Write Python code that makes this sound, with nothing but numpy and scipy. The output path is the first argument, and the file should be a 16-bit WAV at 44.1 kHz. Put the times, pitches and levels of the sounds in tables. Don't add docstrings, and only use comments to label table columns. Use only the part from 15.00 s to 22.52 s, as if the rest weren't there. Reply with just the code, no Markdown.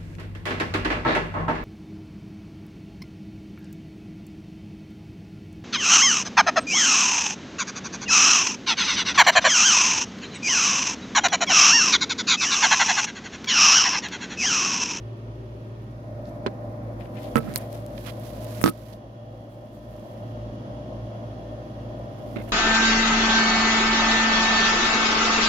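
import sys
import numpy as np
from scipy import signal
from scipy.fft import rfft, irfft
from scipy.io import wavfile
from scipy.ndimage import minimum_filter1d

SR = 44100
rng = np.random.default_rng(int(sys.argv[2]) if len(sys.argv) > 2 else 0)


def generate_wav(signal):
    frames = np.transpose(np.atleast_2d(signal))
    scaled = np.clip(frames, -1, 1) * 32767
    pcm = np.round(scaled).astype(np.int16)
    wavfile.write(sys.argv[1], SR, pcm)


N = 331632
TIME = np.arange(N) / SR
BIN_HZ = np.maximum(np.arange(N // 2 + 1) * SR / N, 1)


def from_db(db):
    return 10 ** (np.asarray(db) / 20)


def unit_rms(x):
    return x / np.sqrt(np.mean(x ** 2) + 1e-20)


def panned(pan_db):
    return from_db(np.array([[.5], [-.5]]) * pan_db)


def per_sample(rows):
    times_s, *columns = np.transpose(rows)
    return [np.interp(TIME, times_s, column) for column in columns]


def per_bin(points):
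    hz, value = np.transpose(points)
    return np.interp(np.log(BIN_HZ), np.log(hz), value)


def filtered(x, hz, kind, order=2):
    sos = signal.butter(order, np.clip(hz, 10, .45 * SR), kind, fs=SR, output="sos")
    return signal.sosfilt(sos, x)


def resonance(hz, width_hz):
    return 1 / (1 + ((BIN_HZ ** 2 - hz ** 2) / (BIN_HZ * width_hz)) ** 2)


def resonances(bands):
    return sum(from_db(db) * resonance(hz, width_hz) for hz, width_hz, db in bands)


def drift(rate_hz):
    return unit_rms(irfft(rfft(rng.standard_normal(N)) / (1 + (BIN_HZ / rate_hz) ** 2), N))


def add(out, start_s, sound):
    start = int(start_s * SR)
    out[:, start:start + sound.shape[1]] += sound[:, :N - start]


# freq_hz, correlation
PORT_CORRELATION = [(45, 0.91), (130, 1), (290, 0.98), (640, 0.54), (1400, -0.71), (3100, 0.12),
                    (7000, -0.17)]
# freq_hz, pan_db
PORT_BALANCE = [(110, -5), (380, 3.5), (700, 1), (1290, 0.5), (2380, -6), (4400, -2.5), (9000, 2)]

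def room_noise(shape):
    mid, side = rfft(rng.standard_normal((2, N)))
    correlation = np.clip(per_bin(PORT_CORRELATION), -1, 1)
    ports = np.sqrt(1 + correlation) * mid + np.sqrt(1 - correlation) * side * [[1], [-1]]
    return unit_rms(irfft(ports * shape * panned(per_bin(PORT_BALANCE)), N))


# centre_hz, width_hz, gain_db
DRONE_BANDS = [(374, 107, 6), (845, 670, -10.5), (2620, 1100, -25)]

def drone(gap_db):
    return from_db(-67 - 1.13 * gap_db) * room_noise(resonances(DRONE_BANDS))


# freq_hz, density_db
RUSH_SPECTRUM = [(20, -19), (34, -25), (50, -2), (80, -11.5), (115, 3), (165, -4.5), (205, 2.5), (355, -2),
                 (420, -13.5), (600, -2), (760, -32.5), (930, -20.5), (1250, -17), (1600, -23.5),
                 (2300, -30.5), (3300, -40.5)]
# centre_hz, width_hz, gain_db
HOUSING_BANDS = [(2870, 490, -2), (3320, 135, 1)]
# freq_hz, density_db
HISS_SPECTRUM = [(2000, -29), (3300, 4), (5200, 2), (6700, -2.5), (8300, -21), (9800, -6.5), (14000, -24),
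                 (16000, -26)]

def fan_air(rush_db, gap_db, hiss_db, housing_db, top_hz=3600, flutter_db=0.5):
    rush_shape = from_db(per_bin(RUSH_SPECTRUM)) / (1 + (BIN_HZ / top_hz) ** 10)
    rush = from_db(rush_db - 39) * room_noise(rush_shape)
    hollow = from_db(gap_db - 44 + flutter_db * drift(25)) * room_noise(resonance(hz=595, width_hz=220))
    whirr = from_db(housing_db - 68.5 + flutter_db * drift(16)) * room_noise(resonances(HOUSING_BANDS))
    hiss = from_db(hiss_db - 63.5) * room_noise(from_db(per_bin(HISS_SPECTRUM)))
    return rush + hollow + whirr + hiss


def tone(hz, waver_rad, flutter):
    amplitude = np.sqrt(2) * (1 + flutter * drift(3.1))
    phase = 2 * np.pi * (hz * TIME + rng.random()) + waver_rad * drift(4.5)
    return amplitude * np.sin(phase)


# shaft_multiple, level_db, pan_db
SHAFT_ORDERS = [(1.011, -47.5, 0.5), (2.001, -38, -0.5), (8.9, -57, 0), (11.02, -50.5, 1), (12.04, -55, 8),
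                (13.06, -77.5, 14), (13.93, -60, -16), (14.91, -67.5, 7), (16.1, -73.5, 22.5),
                (17.1, -71, 17), (17.96, -66.5, -15.5), (19.15, -66, 0), (20.25, -80, 9), (32.2, -74, -1),
                (33.6, -81, -9), (34.6, -82.5, -8)]
# pitch_hz, level_db, pan_db
MOTOR_WHINES = [(54.8, -55, -1), (100.2, -60, 0), (130.5, -49, 0.5), (595, -48, 1)]

def motor(hum_db, gap_db, shaft_hz=56.17, gap_share=0.62):
    out = np.zeros((2, N))
    orders = [(multiple * shaft_hz, db, pan_db) for multiple, db, pan_db in SHAFT_ORDERS]
    for hz, level_db, pan_db in orders + MOTOR_WHINES:
        if hz < 4 * shaft_hz:
            line = from_db(level_db + hum_db) * tone(hz, waver_rad=0.38, flutter=0.22)
        elif hz < 24 * shaft_hz:
            line = from_db(level_db + gap_share * gap_db) * tone(hz, waver_rad=0.36, flutter=0.32)
        else:
            line = from_db(level_db) * tone(hz, waver_rad=0.6, flutter=0.4)
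        out += line * panned(pan_db)
    return out


# time_s, gap_db, housing_db, hiss_db
PHONE_PATH = [(0, -17.5, 0, -4), (.85, -15.5, -3, -5), (1.2, -1.5, -32, -4.5), (2.3, 1.5, 3.5, -5.5),
              (3.5, 0.5, 1, 2.5), (4.1, -1.5, 6.5, -0.5), (7.52, -0.5, 5.5, 0)]
# time_s, gain_db
HUM_CURVE = [(0, 1.5), (1.2, -2), (3.3, 0), (5.0, -1.5), (7.52, 0)]

def fan(throb_db=1.6, throb_hz=14):
    gap_db, housing_db, hiss_db = per_sample(PHONE_PATH)
    hum_db, = per_sample(HUM_CURVE)
    throbbing_gap_db = gap_db + throb_db * drift(throb_hz)
    rush_db = 0.31 * gap_db - 0.13
    hum = motor(hum_db, throbbing_gap_db)
    air = fan_air(rush_db, throbbing_gap_db, hiss_db, housing_db)
    return hum + air + drone(gap_db)


# freq_hz, density_db
FRICTION_SPECTRUM = [(600, 4.5), (1500, 5), (4300, 2.5), (6500, -1.5), (8300, -5.5), (10500, 0.5),
                     (14500, -0.5), (16000, -13)]
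# time_s, level_db, pan_db
SLIDE_CURVE = [(0, -78, 11), (1.2, -70, 3), (1.29, -64.5, -7), (1.38, -68, 0), (1.95, -68, 0),
               (2.01, -63, 6), (2.11, -63.5, -2), (2.23, -51.5, 3), (2.34, -59, -9.5), (2.61, -49.5, 1),
               (2.69, -59, 4), (2.75, -48.5, 0), (2.84, -60, 3), (2.96, -56, -5), (3.08, -46.5, -8.5),
               (3.16, -61.5, -12), (3.26, -50.5, -12.5), (3.33, -55, -9.5), (3.6, -50, -12),
               (3.76, -61, -20), (3.93, -55, -13), (4.01, -71.5, -6), (4.22, -69, -8), (4.4, -67.5, -11),
               (5.05, -63, -9), (5.55, -76, -7), (7.08, -74, -13), (7.36, -59.5, -6), (7.52, -57.5, -13)]

def rubbing(pressure_db=1, pressure_hz=15, grain_db=1.8, grain_hz=110):
    slide_db, pan_db = per_sample(SLIDE_CURVE)
    spectrum = rfft(rng.standard_normal((2, N))) * from_db(per_bin(FRICTION_SPECTRUM))
    friction = unit_rms(irfft(spectrum, N))
    level_db = slide_db + pressure_db * drift(pressure_hz) + grain_db * drift(grain_hz)
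    return friction * from_db(level_db) * panned(pan_db)


# start_s, length_s, level_db, centre_hz, pan_db
HANDLING_NOISES = [(1.238, 0.06, -64, 4100, -4), (1.464, 0.027, -41, 1200, 1),
                   (1.461, 0.013, -35.5, 2530, -6), (1.995, 0.043, -53, 2060, 10),
                   (2.05, 0.013, -54.5, 1930, 15), (2.151, 0.054, -49.5, 2060, 9),
                   (2.193, 0.11, -55.5, 2820, 10), (2.354, 0.039, -29.5, 1390, -8),
                   (2.367, 0.24, -35, 220, -8.5), (2.365, 0.32, -50, 1490, -9.5),
                   (2.369, 0.099, -57, 3580, -3), (2.563, 0.0089, -34, 4160, -10),
                   (2.977, 0.007, -45, 2580, -17), (3.042, 0.077, -46, 2500, -16.5),
                   (3.054, 0.051, -45.5, 1190, -11), (3.611, 0.028, -37, 11330, 2),
                   (3.6385, 0.0052, -21, 4050, -15), (3.635, 0.053, -30.5, 1320, -8),
                   (3.644, 0.064, -32.5, 3420, 0), (3.922, 0.022, -50, 3530, -9),
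                   (4.487, 0.087, -65, 11000, -2), (4.712, 0.072, -65, 11000, -6.5),
                   (7.0, 0.74, -48.5, 215, -1), (7.471, 0.033, -52.5, 1870, -9)]

def handling(impulses_per_s=2600, band_ratio=1.49, smooth_share=0.026):
    out, max_samples = np.zeros((2, N)), SR * 3 // 4
    for start_s, length_s, level_db, centre_hz, pan_db in HANDLING_NOISES:
        sizes = rng.standard_normal((2, max_samples))
        hits = rng.random(max_samples) < impulses_per_s / SR
        impulses = (sizes * (smooth_share + hits))[:, :int(length_s * SR)]
        band = unit_rms(filtered(impulses, [centre_hz / band_ratio, centre_hz * band_ratio], "band"))
        swell = np.sqrt(np.hanning(band.shape[1]))
        add(out, start_s, band * swell * from_db(level_db) * panned(pan_db))
    return out


# start_s, level_db
LEATHER_SLIPS = [(7.358, -24.5), (7.366, -24.5), (7.376, -46), (7.384, -29), (7.391, -44), (7.398, -31.5),
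                 (7.409, -37), (7.415, -37)]
# centre_hz, width_hz, gain_db
LEATHER_BANDS = [(252, 270, 9), (1480, 290, -8), (2110, 170, -3), (2670, 470, -14), (3650, 480, -20)]

def creak(rise_s=.003, fall_db_per_s=1500, pan_db=-9.5):
    envelope = np.zeros(N)
    for start_s, level_db in LEATHER_SLIPS:
        age_s = np.clip(TIME - start_s, 0, .1)
        envelope += np.minimum(age_s / rise_s, 1) * from_db(level_db - fall_db_per_s * age_s)
    slips = rng.standard_normal((2, N)) * envelope
    rasp = irfft(rfft(slips) * unit_rms(resonances(LEATHER_BANDS)), N)
    return rasp * panned(pan_db)


# start_s, length_s, level_db
CASE_BUZZES = [(2.3574, 0.012, -39), (2.3765, 0.016, -41.5), (2.541, 0.038, -46), (2.577, 0.0088, -35.5),
               (3.649, 0.054, -33.5)]

def buzz(rock_hz=225, fall_db_per_cycle=13, band_hz=(9200, 13800), pan_db=9):
    out = np.zeros((2, N))
    for start_s, length_s, level_db in CASE_BUZZES:
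        t = TIME[:int(length_s * SR)]
        noise = rng.standard_normal((2, SR // 4))[:, :len(t)]
        touches = noise * from_db(-fall_db_per_cycle * (t * rock_hz % 1))
        chatter = unit_rms(filtered(touches, band_hz, "band"))
        add(out, start_s, chatter * from_db(level_db) * panned(pan_db))
    return out


# start_s, level_over_1ms_db, centre_hz, pan_db, width_octaves
CASE_TICKS = [(1.256, -51, 4200, -6, 0.53), (1.289, -57, 5000, -2, 0.63), (1.464, -32, 1900, -10, 1.8),
              (1.468, -31.5, 4200, 2, 0.068), (2.357, -29, 6300, 0, 2), (2.3691, -30, 4800, -11, 1.2),
              (2.539, -36, 4000, 0, 1.5), (2.559, -19.5, 4460, -10, 0.44), (2.5594, -15, 10400, -3, 1.15),
              (2.5592, -26.5, 2130, -8.5, 0.43), (2.576, -30, 11930, 16, 0.62),
              (2.729, -40.5, 5950, -6, 2.3), (2.804, -54, 8900, 5, 1.5), (2.864, -43, 5800, 10, 3.2),
              (3.198, -48, 12100, -16, 0.64), (3.275, -49, 7900, 12, 2), (3.445, -39.5, 11000, -6, 1.6),
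              (3.6135, -36, 11000, 16, 0.7), (3.6403, -17, 10500, 4, 7.9), (3.646, -22, 8500, 2, 1.9),
              (3.6614, -20.5, 4470, 0, 1.0), (3.677, -24, 3800, -3, 1), (7.4947, -49, 13400, -4, 1.3)]

def ticks(snap=4, crack_t60_s=.003, tail_db=-26, tail_t60_s=.07):
    out, t = np.zeros((2, N)), TIME[:SR // 10]
    envelope = from_db(-60 * t / crack_t60_s) + from_db(tail_db - 60 * t / tail_t60_s)
    for start_s, level_db, centre_hz, pan_db, width_octaves in CASE_TICKS:
        band_ratio = 2 ** (width_octaves / 2)
        burst = rng.standard_normal((2, len(t))) * envelope
        burst[:, 0] = snap
        tick = filtered(burst, [centre_hz / band_ratio, centre_hz * band_ratio], "band")
        rms_over_1ms = np.sqrt(np.sum(tick ** 2, axis=1, keepdims=True) / (SR / 1000))
        add(out, start_s, tick / rms_over_1ms * from_db(level_db) * panned(pan_db))
    return out


# pitch_hz, t60_s, left_gain (negative: rocking), corner_db, edge_db, back_db
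CASE_MODES = [(138, 0.4, 0.29, -35, -16.5, -15.5), (193, 0.24, 0.79, -39, -40, -11.5),
              (227, 0.087, 0.22, -18, -4.5, -5), (265, 0.2, 0.078, -30, -37, -5),
              (325, 0.59, -0.71, -29, -24, -7.5), (387, 0.056, 0.75, -13, -43, -54),
              (464.4, 0.24, -0.0029, -39, -15, -18), (858, .08, -1.5, -40, -34, -32.5),
              (1004, 0.043, -0.05, -21.5, -17, -14), (1152, 0.063, -0.018, -42, -34, -14),
              (1271, 0.089, -0.35, -42, -32, -10), (1306, 0.072, -0.28, -44, -13, -20),
              (1500, 0.011, -0.44, -21, -28, -9.5)]
# start_s, place, push_db, cutoff_hz, pan_db, slow_db, stiff_db, free_s
CASE_KNOCKS = [(1.4628, "corner", -14.5, 3020, -6.5, -1, -1.5, 0.029),
               (1.4734, "corner", -15, 2010, -6, -20, -20, 0.033),
               (2.3568, "edge", -4, 2680, -7, 0, -0.5, 0.042),
               (2.3698, "edge", -17, 2600, -5, -19, -9, 0.022),
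               (2.379, "edge", -8.5, 2190, -2, -20, -13, 0.024),
               (2.405, "edge", -33, 2000, -7, -21.5, -22, .07),
               (2.477, "edge", -36, 2600, -8, -26.5, -23, 0.079),
               (2.559, "corner", -16.5, 7060, 8, -27, -4.5, .02),
               (3.6145, "edge", -19, 2500, 12, -26, -31, 0.011),
               (3.6398, "back", -8, 5570, -6, -1, -3.5, .06),
               (3.6605, "back", -7, 5500, -21, -16, -2.5, 0.045),
               (3.6779, "back", -5, 2380, -14, -18, -14, 0.042),
               (3.6864, "back", -8, 2300, -3, -28, -13, 0.029)]

def knocks(press_s=.00015, port_lag_s=.00036, stiff_above_hz=720, settle_t60_s=.026):
    crack_db, crack_t60_s, tail_db, tail_t60_s = -9, .009, -43, .4
    rattle_depth, rattle_hz = .35, 220
    out, t = np.zeros((2, N)), TIME[:SR // 2]
    port_t = np.maximum(t - np.array([[port_lag_s], [0]]), 0)
    press = -port_t / press_s * np.exp(1 - port_t / press_s)
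    envelope = from_db(crack_db - 60 * t / crack_t60_s) + from_db(tail_db - 60 * t / tail_t60_s)
    for start_s, place, push_db, cutoff_hz, pan_db, slow_db, stiff_db, free_s in CASE_KNOCKS:
        crack = rng.standard_normal((2, len(t))) * envelope
        contact = filtered(press + crack, cutoff_hz, "low", order=3)
        add(out, start_s, contact * from_db(push_db) * panned(pan_db))
        settle = from_db(-60 * np.maximum(t - free_s, 0) / settle_t60_s)
        for hz, t60_s, left_gain, corner_db, edge_db, back_db in CASE_MODES:
            mode_db = {"corner": corner_db, "edge": edge_db, "back": back_db}[place]
            ring = from_db(mode_db - 60 * port_t / t60_s) * np.sin(2 * np.pi * hz * port_t)
            jitter = unit_rms(filtered(rng.standard_normal(len(t)), rattle_hz, "low"))
            rattle = 1 + rattle_depth * jitter
            drive = -from_db(stiff_db) * rattle if hz > stiff_above_hz else from_db(slow_db)
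            add(out, start_s, drive * ring * settle * [[left_gain], [1]])
    return filtered(out, 57, "high")


def scene():
    return fan() + knocks() + buzz() + ticks() + rubbing() + handling() + creak()


def gain_control(x, limit_db=-16, max_cut_db=5.5, hold_s=1.03, release_db_per_s=8):
    power = filtered(np.mean(x ** 2, axis=0), 3, "low", order=1)
    cut_db = np.clip(10 * np.log10(power + 1e-12) - limit_db, 0, max_cut_db)
    half_hold = int(hold_s * SR / 2)
    held_db = -minimum_filter1d(-cut_db, 2 * half_hold + 1, origin=half_hold, mode="nearest")
    ramp_db = release_db_per_s * TIME
    released_db = np.maximum.accumulate(held_db + ramp_db) - ramp_db
    return x * from_db(-released_db)


def record(dry, cutoff_hz=16300):
    top_cut = signal.ellip(10, .1, 80, cutoff_hz, fs=SR, output="sos")
    return signal.sosfilt(top_cut, np.tanh(gain_control(dry)))


dry = scene()
out = record(dry)
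generate_wav(out)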